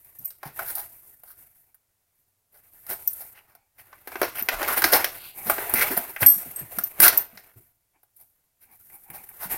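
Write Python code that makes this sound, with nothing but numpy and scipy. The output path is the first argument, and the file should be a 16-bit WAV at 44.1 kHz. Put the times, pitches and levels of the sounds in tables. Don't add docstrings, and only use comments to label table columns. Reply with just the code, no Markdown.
import numpy as np
from scipy import signal
from scipy.fft import rfft, irfft
import sys
import numpy as np
from scipy import signal
from scipy.fft import rfft, irfft
from scipy.io import wavfile

SR = 44100
rng = np.random.default_rng(int(sys.argv[2]) if len(sys.argv) > 2 else 0)


def transcribe(signal):
    frames = np.atleast_2d(signal).T
    limited = np.clip(frames, -1, 1)
    pcm = np.round(limited * 32767).astype(np.int16)
    wavfile.write(sys.argv[1], SR, pcm)


N = 422037

# (time [s], resonance [Hz], hollow body [dB], crack [dB], treble snap [dB])
BITES = [(0.047, 340, -69, -70, -44.5), (0.305, 2800, -56, -48.5, -37), (0.431, 860, -32.5, -47.5, -40),
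         (0.592, 1150, -24.5, -45, -29.5), (0.753, 1000, -51, -42.5, -21.5), (1.235, 616, -50.5, -67, -41),
         (1.745, 1420, -64, -72, -47), (2.866, 1120, -52.5, -53, -36), (3.132, 530, -72, -57, -27.5),
         (3.551, 715, -53.5, -62, -45.5), (3.929, 1160, -41.5, -58, -72), (4.074, 290, -34.5, -46.5, -34),
         (4.119, 650, -36.5, -52, -45), (4.156, 322, -26.5, -44, -47), (4.216, 430, -14.5, -33, -20.5),
         (4.23, 391, -20, -27.5, -34.5), (4.487, 2630, -15.5, -24.5, -20), (4.617, 305, -22, -40.5, -29.5),
         (4.629, 616, -23, -31, -26.5), (4.82, 1430, -19, -29.5, -19.5), (4.841, 1520, -11.5, -16, -13.5),
         (4.934, 520, -23, -16, -26.5), (5.044, 3020, -18.5, -24, -16.5), (5.498, 870, -14.5, -58, -15),
         (5.582, 372, -25, -42, -42), (5.696, 940, -29.5, -61.5, -22.5), (5.738, 300, -23, -34.5, -11),
         (5.975, 716, -25, -56, -13.5), (6.163, 2300, -28, -49, -38), (6.229, 2790, -17.5, -51.5, -21.5),
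         (6.786, 1410, -27, -36, -17.5), (7.002, 1660, -17, -27, -3), (7.08, 2564, -17.5, -15.5, -3.5),
         (7.374, 2330, -42, -44, -44), (8.032, 675, -61.5, -74.5, -52), (8.9, 2370, -54.5, -81, -56),
         (9.102, 2360, -44.5, -60.5, -34), (9.29, 2300, -51.5, -77, -36)]
# (time [s], length [s], resonance [Hz], hollow body [dB], treble snap [dB])
STROKES = [(0.44, 0.032, 840, -43.5, -43.5), (0.584, 0.037, 710, -41.5, -51.5),
           (0.655, 0.044, 1500, -46, -32), (0.745, 0.05, 790, -45.5, -32.5),
           (1.25, 0.062, 1260, -61.5, -48), (2.52, 0.049, 530, -65.5, -56), (2.889, 0.033, 360, -39.5, -30),
           (3.203, 0.014, 670, -49.5, -36), (3.341, 0.041, 2800, -54.5, -57), (3.46, 0.058, 1060, -67, -65),
           (3.781, 0.019, 2500, -53, -47.5), (4.227, 0.018, 400, -29, -32),
           (4.347, 0.052, 2800, -38.5, -34), (4.677, 0.01, 1330, -23.5, -24),
           (4.716, 0.019, 1260, -35, -26.5), (4.765, 0.016, 300, -26, -19), (4.848, 0.003, 300, -23.5, -19),
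           (4.919, 0.019, 530, -18, -14), (4.948, 0.019, 790, -22, -20), (5.458, 0.026, 500, -38.5, -30.5),
           (5.499, 0.003, 890, -23, -15.5), (5.734, 0.055, 2360, -29.5, -25),
           (5.811, 0.011, 2225, -19, -17), (5.904, 0.024, 380, -33, -30.5), (5.966, .008, 710, -30, -23.5),
           (6.094, 0.0061, 360, -46, -34), (6.208, .02, 600, -29, -19.5), (7.011, .026, 2600, -22.5, -6.5),
           (7.034, 0.033, 1410, -19.5, -11), (8.162, 0.01, 2800, -81.5, -49.5),
           (8.194, 0.018, 630, -69.5, -48.5), (8.608, 0.028, 2400, -66, -53),
           (8.693, 0.042, 790, -70.5, -56), (8.918, 0.036, 890, -79, -46), (9.133, 0.024, 790, -49.5, -39),
           (9.401, 0.044, 960, -40.5, -34.5)]
# (time [s], length [s], tube rubbing [dB], carpet and fur hiss [dB])
BODY_SHIFTS = [(0.004, 0.12, -69, -57), (0.156, 0.16, -66.5, -53), (0.572, 0.18, -51, -41),
               (0.867, 0.25, -67, -51.5), (1.372, 0.09, -68.5, -54.5), (1.554, 0.043, -74.5, -58.5),
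               (2.17, 0.018, -86, -68.5), (2.583, 0.1, -72, -63), (2.737, 0.17, -65.5, -52.5),
               (3.027, 0.18, -59.5, -43.5), (3.875, 0.35, -62, -60), (4.09, 0.074, -47.5, -46),
               (4.523, 0.37, -33, -38), (5.12, 0.16, -54, -45), (5.392, .05, -50, -37),
               (5.565, 0.23, -40.5, -39), (5.78, 0.18, -38.5, -34), (6.31, 0.063, -54, -31.5),
               (6.397, 0.2, -49.5, -43), (6.721, 0.15, -49, -41.5), (7.366, 0.031, -53.5, -50),
               (7.569, .03, -68, -57), (8.38, .05, -81.5, -76), (8.757, 0.54, -72, -56),
               (9.193, 0.33, -63, -51.5), (9.507, 0.12, -38.5, -32)]
# (time [s], level [dB], boom pitch [Hz])
LANDINGS = [(0.189, -49.5, 141), (0.456, -32, 141), (2.89, -45, 190), (4.21, -34, 350), (4.414, -37, 380),
            (4.841, -25.5, 350), (4.932, -27, 288), (5.458, -32, 205), (5.731, -27.5, 228),
            (5.901, -29, 265), (5.969, -28, 247), (6.22, -21.5, 101), (6.36, -40, 200), (6.457, -36.5, 127),
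            (6.61, -35.5, 114), (6.775, -31, 203), (6.995, -26, 272), (7.327, -46.5, 196.6),
            (7.557, -43, 98.7), (7.6, -52, 105.3), (9.095, -44, 126), (9.449, -39.5, 186)]
# (time [s], time until fur damps them [s], collar ring [dB], large tag [dB], small tag [dB])
TAG_TOUCHES = [(0.187, .02, -72, -56, -39), (0.247, .02, -67, -56, -38), (0.255, .02, -57, -52, -32.5),
               (0.277, 0.029, -48, -60, -49), (2.932, .035, -47, -57, -35),
               (3.075, 0.0059, -64, -43, -18.5), (3.079, .056, -47, -50.5, -36),
               (4.394, .015, -66, -50, -33.5), (4.424, .01, -64.5, -44.5, -28.5),
               (6.262, .2, -22.5, -12, -19), (6.288, 0.047, -30.5, -23.5, -28.5),
               (6.56, 0.011, -34.5, -39, -52), (6.591, 0.0054, -40.5, -35.5, -41),
               (6.837, 0.044, -59.5, -49, -22.5), (7.175, .02, -45, -34, -15)]
# (middle time [s], length [s], level [dB])
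SNOUT_PUFFS = [(1.69, .035, -76), (3.254, 0.045, -62), (3.559, 0.14, -71), (5.403, 0.058, -47),
               (6.101, 0.02, -45), (7.963, 0.029, -66.5), (8.212, 0.039, -69.5), (8.716, 0.055, -62),
               (8.944, 0.048, -57), (9.158, 0.1, -50), (9.313, 0.01, -55.5), (9.54, 0.032, -37.5)]

# (frequency [Hz], level [dB], time to fade by 60 dB [s])
RING_TONES = [(5700, -39, 0.1), (8337, 5, 0.083), (8200, -8.5, 0.16)]
LARGE_TAG_TONES = [(5610, -26, .35), (8325, -23, .5), (12060, -21, .2), (12210, -15, .19), (12850, -9, .23),
                   (12905, 0, .23), (12960, -9, .2), (15500, -21, .19)]
SMALL_TAG_TONES = [(13300, -16.5, 0.014), (12000, -10.5, .08), (13400, -7, .07), (13500, 3, 0.046),
                   (13600, -5, .05), (14000, -8.5, .05)]

# (frequency [Hz], level [dB])
TUBE_COLOUR = [(130, -36.5), (230, -17), (350, -6.5), (560, -5), (660, 0), (930, -0.5), (1120, -4.5),
               (1300, -1), (1480, 2), (2100, -2), (2600, -9.5), (3200, -13.5), (4500, -44)]
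CRACK_COLOUR = [(2200, -22), (3100, -10), (4000, -2), (5500, -0.5), (6500, -7.5), (7500, -14),
                (9000, -35.5)]
SNAP_COLOUR = [(6000, -37.5), (7600, -22), (8800, -9.5), (10300, -4), (11500, -6), (13200, 3),
               (14500, -1.5), (16000, -6.5)]
RUB_COLOUR = [(180, -19), (330, -5.5), (560, -5.5), (770, -1.5), (950, -4.5), (1120, -7.5), (1500, -4),
              (1800, -4), (2250, -6), (3100, -13.5), (4800, -21.5), (7500, -23.5), (10000, -52)]
PILE_COLOUR = [(2000, -47.5), (3500, -28), (5200, -23.5), (7200, -18.5), (8500, -11.5), (10000, -7.5),
               (11500, -5), (13300, 1.5), (14500, -4.5), (16000, -11.5)]
RUMBLE_COLOUR = [(20, -1), (45, 1), (110, 1.5), (200, -8), (300, -10), (500, -18), (1000, -51.5)]
THUD_COLOUR = [(25, -6.5), (60, -9), (115, -2), (170, -1), (260, -2.5), (400, -7), (900, -41)]
SKID_COLOUR = [(3000, -40), (5000, -16.5), (5800, -9), (6800, -15.5), (11000, -11.5), (13500, -0.5),
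               (16000, -5)]
SNOUT_COLOUR = [(400, -7), (620, -16), (790, 4.5), (1000, -5), (1300, -13), (2000, -11), (2300, -0.5),
                (2550, -11.5), (4500, -53.5)]
SWISH_COLOUR = [(1500, -28.5), (2600, 1), (3500, -3), (4500, -0.5), (5400, -16.5), (7500, -35.5)]
BUMP_COLOUR = [(20, -2), (35, 9), (55, -12), (100, -31), (300, -60)]
ROOM_COLOUR = [(20, -3), (45, 2), (65, -3), (105, 6), (165, -11), (260, -11.5), (650, -7), (1200, -12),
               (3500, -14.5), (8000, -10.5), (10000, -8), (13200, -7), (16000, -12)]


def tube():
    body, crack, snap = from_db(-2.5) * knocks() + scrapes()
    return (with_room(body, wet_db=-6.5, fade_s=0.17)
            + with_room(crack, wet_db=-7, fade_s=0.31)
            + with_room(snap, wet_db=-9.5, fade_s=0.12))


def knocks(body_decay_s=0.0049, crack_decay_s=0.005, rise_s=0.0008, click=0.45):
    layers, t = np.zeros((3, N)), np.arange(SR // 12) / SR
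    decays_s = [[body_decay_s], [crack_decay_s], [crack_decay_s]]
    first_tooth, second_tooth = (np.exp(-age / decays_s) * np.minimum(age / rise_s, 1)
                                 for age in (t, np.maximum(t - 0.0072, 0)))
    pressure = np.hypot(first_tooth, from_db(-15.5) * second_tooth)
    for start, hz, *levels_db in BITES:
        crush = rng.standard_normal((3, len(t))) * pressure
        crush[:, 0] = click * np.linalg.norm(crush, axis=1)
        for layer, part, db in zip(layers, cardboard(*crush, hz, sharpness=2.1), levels_db):
            add(layer, start, from_db(db) * part / np.std(part[:SR // 160]))
    return layers


def scrapes(fall_s=0.01, lead_s=0.006, judder_db=1.5):
    layers, t = np.zeros((3, N)), np.arange(SR // 6) / SR
    judder = from_db(judder_db * drift(260))
    grit = [friction(3500, spread_db=5, smooth=0.7) * judder for _ in layers]
    for start, length, hz, body_db, snap_db in STROKES:
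        crack_db = (body_db + snap_db) / 2 - 12.5
        rise = np.minimum(t / (lead_s + length * 0.56), 1) ** 1.3
        release = np.exp(-np.maximum(t - lead_s - length * 1.144, 0) / fall_s)
        pressed = [np.roll(slips, -round(start * SR))[:len(t)] * rise * release for slips in grit]
        parts = cardboard(*pressed, hz, sharpness=4.3)
        for layer, part, db in zip(layers, parts, (body_db, crack_db, snap_db)):
            strength = np.sqrt(np.sum(part ** 2) / (length * SR))
            add(layer, start - lead_s, from_db(db) * part / strength)
    return layers


def cardboard(body, crack, snap, hz, sharpness, boost_db=11):
    hollow = body + from_db(boost_db) * resonate(body, hz, sharpness)
    return colour(hollow, TUBE_COLOUR), colour(crack, CRACK_COLOUR), colour(snap, SNAP_COLOUR)


def shuffle():
    rub_db, hiss_db = movement_levels()
    rumble_db = -61 + 0.64 * ((rub_db + hiss_db) / 2 + 45)
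    jerks = drift(70)
    sliding = from_db(rub_db - 2 + 2 * jerks) * friction(900, spread_db=0.5, smooth=0.8)
    resonances = sum(resonate(sliding, hz, 9) * drift(22) for hz in np.geomspace(330, 2300, num=9))
    rub = colour(sliding + 0.52 * resonances, RUB_COLOUR)
    brushing = from_db(hiss_db + 0.5 + 2.4 * jerks) * friction(3000, spread_db=2.5, smooth=0.89)
    hiss = colour(brushing, PILE_COLOUR)
    rumble = colour(from_db(rumble_db + 1.8 * jerks) * rng.standard_normal(N), RUMBLE_COLOUR)
    crackle = colour(from_db(rub_db - 25.5) * friction(40, spread_db=5, smooth=0.11), CRACK_COLOUR)
    return with_room(rub + crackle, wet_db=-14, fade_s=0.047) + hiss + rumble


def movement_levels(gather_db_per_s=402, settle_db_per_s=119, lag_s=0.01, hold_s=0.0083):
    t = np.arange(0, N, 64) / SR
    drags = [(start + lag_s, length + hold_s, body_db - 9, min(snap_db - 10.5, -29.5))
             for start, length, _, body_db, snap_db in STROKES]
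    start, length, rub_db, hiss_db = np.transpose(BODY_SHIFTS + drags)[:, :, None]
    gather_db = -gather_db_per_s * np.maximum(start - t, 0)
    settle_db = -settle_db_per_s * np.maximum(t - start - length, 0)
    levels = []
    for moving_db, resting_db in ((rub_db, -87.5), (hiss_db, -83)):
        power = np.sum(from_db(moving_db + gather_db + settle_db) ** 2, axis=0) + from_db(resting_db) ** 2
        levels.append(np.interp(np.arange(N) / SR, t, 10 * np.log10(power)))
    return levels


def collar(scatter_db=1.5, attack_s=0.00033, damped_s=0.01):
    out, t = np.zeros(N), np.arange(SR // 2) / SR
    for start, free_s, *strikes_db in TAG_TOUCHES:
        shape = (1 - np.exp(-t / attack_s)) * np.exp(-np.maximum(t - free_s, 0) / damped_s)
        for tones, strike_db in zip((RING_TONES, LARGE_TAG_TONES, SMALL_TAG_TONES), strikes_db):
            hz, tone_db, fade_s = np.transpose(tones)[:, :, None]
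            struck_db = strike_db + 6.5 + tone_db + scatter_db * rng.standard_normal(hz.shape)
            waves = np.sin(2 * np.pi * (hz * t + rng.random(hz.shape)))
            add(out, start, shape * np.sum(from_db(struck_db - 60 * t / fade_s) * waves, axis=0))
        skid = colour(rng.standard_normal(len(t)) * np.exp(-t / 0.0094), SKID_COLOUR)
        add(out, start, from_db(strikes_db[-1] - 5) * skid)
    return with_room(out, wet_db=-9.5, fade_s=0.2)


def paws(rise_s=0.0018, decay_s=0.022, gain_db=-1.5):
    out, t = np.zeros(N), np.arange(SR // 4) / SR
    for start, db, hz in LANDINGS:
        push = rng.standard_normal(len(t)) * np.minimum(t / rise_s, 1) * np.exp(-t / decay_s)
        thud = colour(push + from_db(10) * resonate(push, hz, sharpness=4), THUD_COLOUR)
        add(out, start, from_db(db + gain_db) * thud / np.abs(thud).max())
    return out


def snout():
    return puffs(SNOUT_PUFFS, SNOUT_COLOUR)


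def tube_swish(time_s=5.25, length_s=0.11, level_db=-48.5):
    return puffs([(time_s, length_s, level_db)], SWISH_COLOUR)


def hand_bump(time_s=4.555, length_s=0.05, level_db=-39.5):
    return puffs([(time_s, length_s, level_db)], BUMP_COLOUR)


def quiet_room(level_db=-74.5):
    return from_db(level_db) * colour(rng.standard_normal(N), ROOM_COLOUR)


def with_room(x, wet_db, fade_s, build_s=0.00044):
    t = np.arange(SR // 2) / SR
    tail = rng.standard_normal(len(t)) * from_db(-60 * t / fade_s) * (1 - np.exp(-(t / build_s) ** 2))
    return x + from_db(wet_db) * signal.oaconvolve(x, tail / np.linalg.norm(tail))[:N]


def puffs(rows, spectrum):
    t = np.arange(N) / SR
    swell = sum(from_db(db) * np.exp(-2 * ((t - middle) / length) ** 2) for middle, length, db in rows)
    return colour(swell * rng.standard_normal(N), spectrum)


def friction(slips_per_s, spread_db, smooth):
    sizes = from_db(spread_db * np.minimum(rng.exponential(1, N), 4)) * rng.choice([-1, 1], N)
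    slips = unit_level(sizes * (rng.random(N) < slips_per_s / SR))
    return unit_level(slips + smooth * rng.standard_normal(N))


def drift(points_per_s):
    points = rng.standard_normal(N // 16)
    return unit_level(np.interp(np.arange(N) / SR * points_per_s, np.arange(len(points)), points))


def resonate(x, hz, sharpness):
    return signal.lfilter(*signal.iirpeak(hz, sharpness, fs=SR), x)


def colour(x, spectrum, size=8192):
    hz, db = np.transpose(spectrum)
    grid_hz = np.arange(size // 2 + 1) * SR / size + 1
    log_gain = np.log(from_db(np.interp(np.log(grid_hz), np.log(hz), db)))
    cepstrum = irfft(log_gain)[:size // 2]
    cepstrum[1:] *= 2
    response = irfft(np.exp(rfft(cepstrum, size)))
    return signal.oaconvolve(x, response / np.linalg.norm(response))[:N]


def add(out, start_s, sound):
    at = max(0, round(start_s * SR))
    out[at:at + len(sound)] += sound[:max(0, N - at)]


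def unit_level(x):
    return x / np.sqrt(np.mean(x ** 2) + 1e-20)


def from_db(db):
    return 10 ** (np.asarray(db) / 20)


def scene():
    background = quiet_room()
    movements = shuffle() + snout() + paws() + collar() + tube_swish() + hand_bump()
    return (tube() + movements + background)[None]


def record(dry):
    rounded = dry / (1 + dry ** 4) ** 0.25
    treble_cut = signal.ellip(12, 0.1, 70, 15950, fs=SR, output="sos")
    return signal.sosfilt(treble_cut, rounded)


dry = scene()
out = record(dry)
transcribe(out)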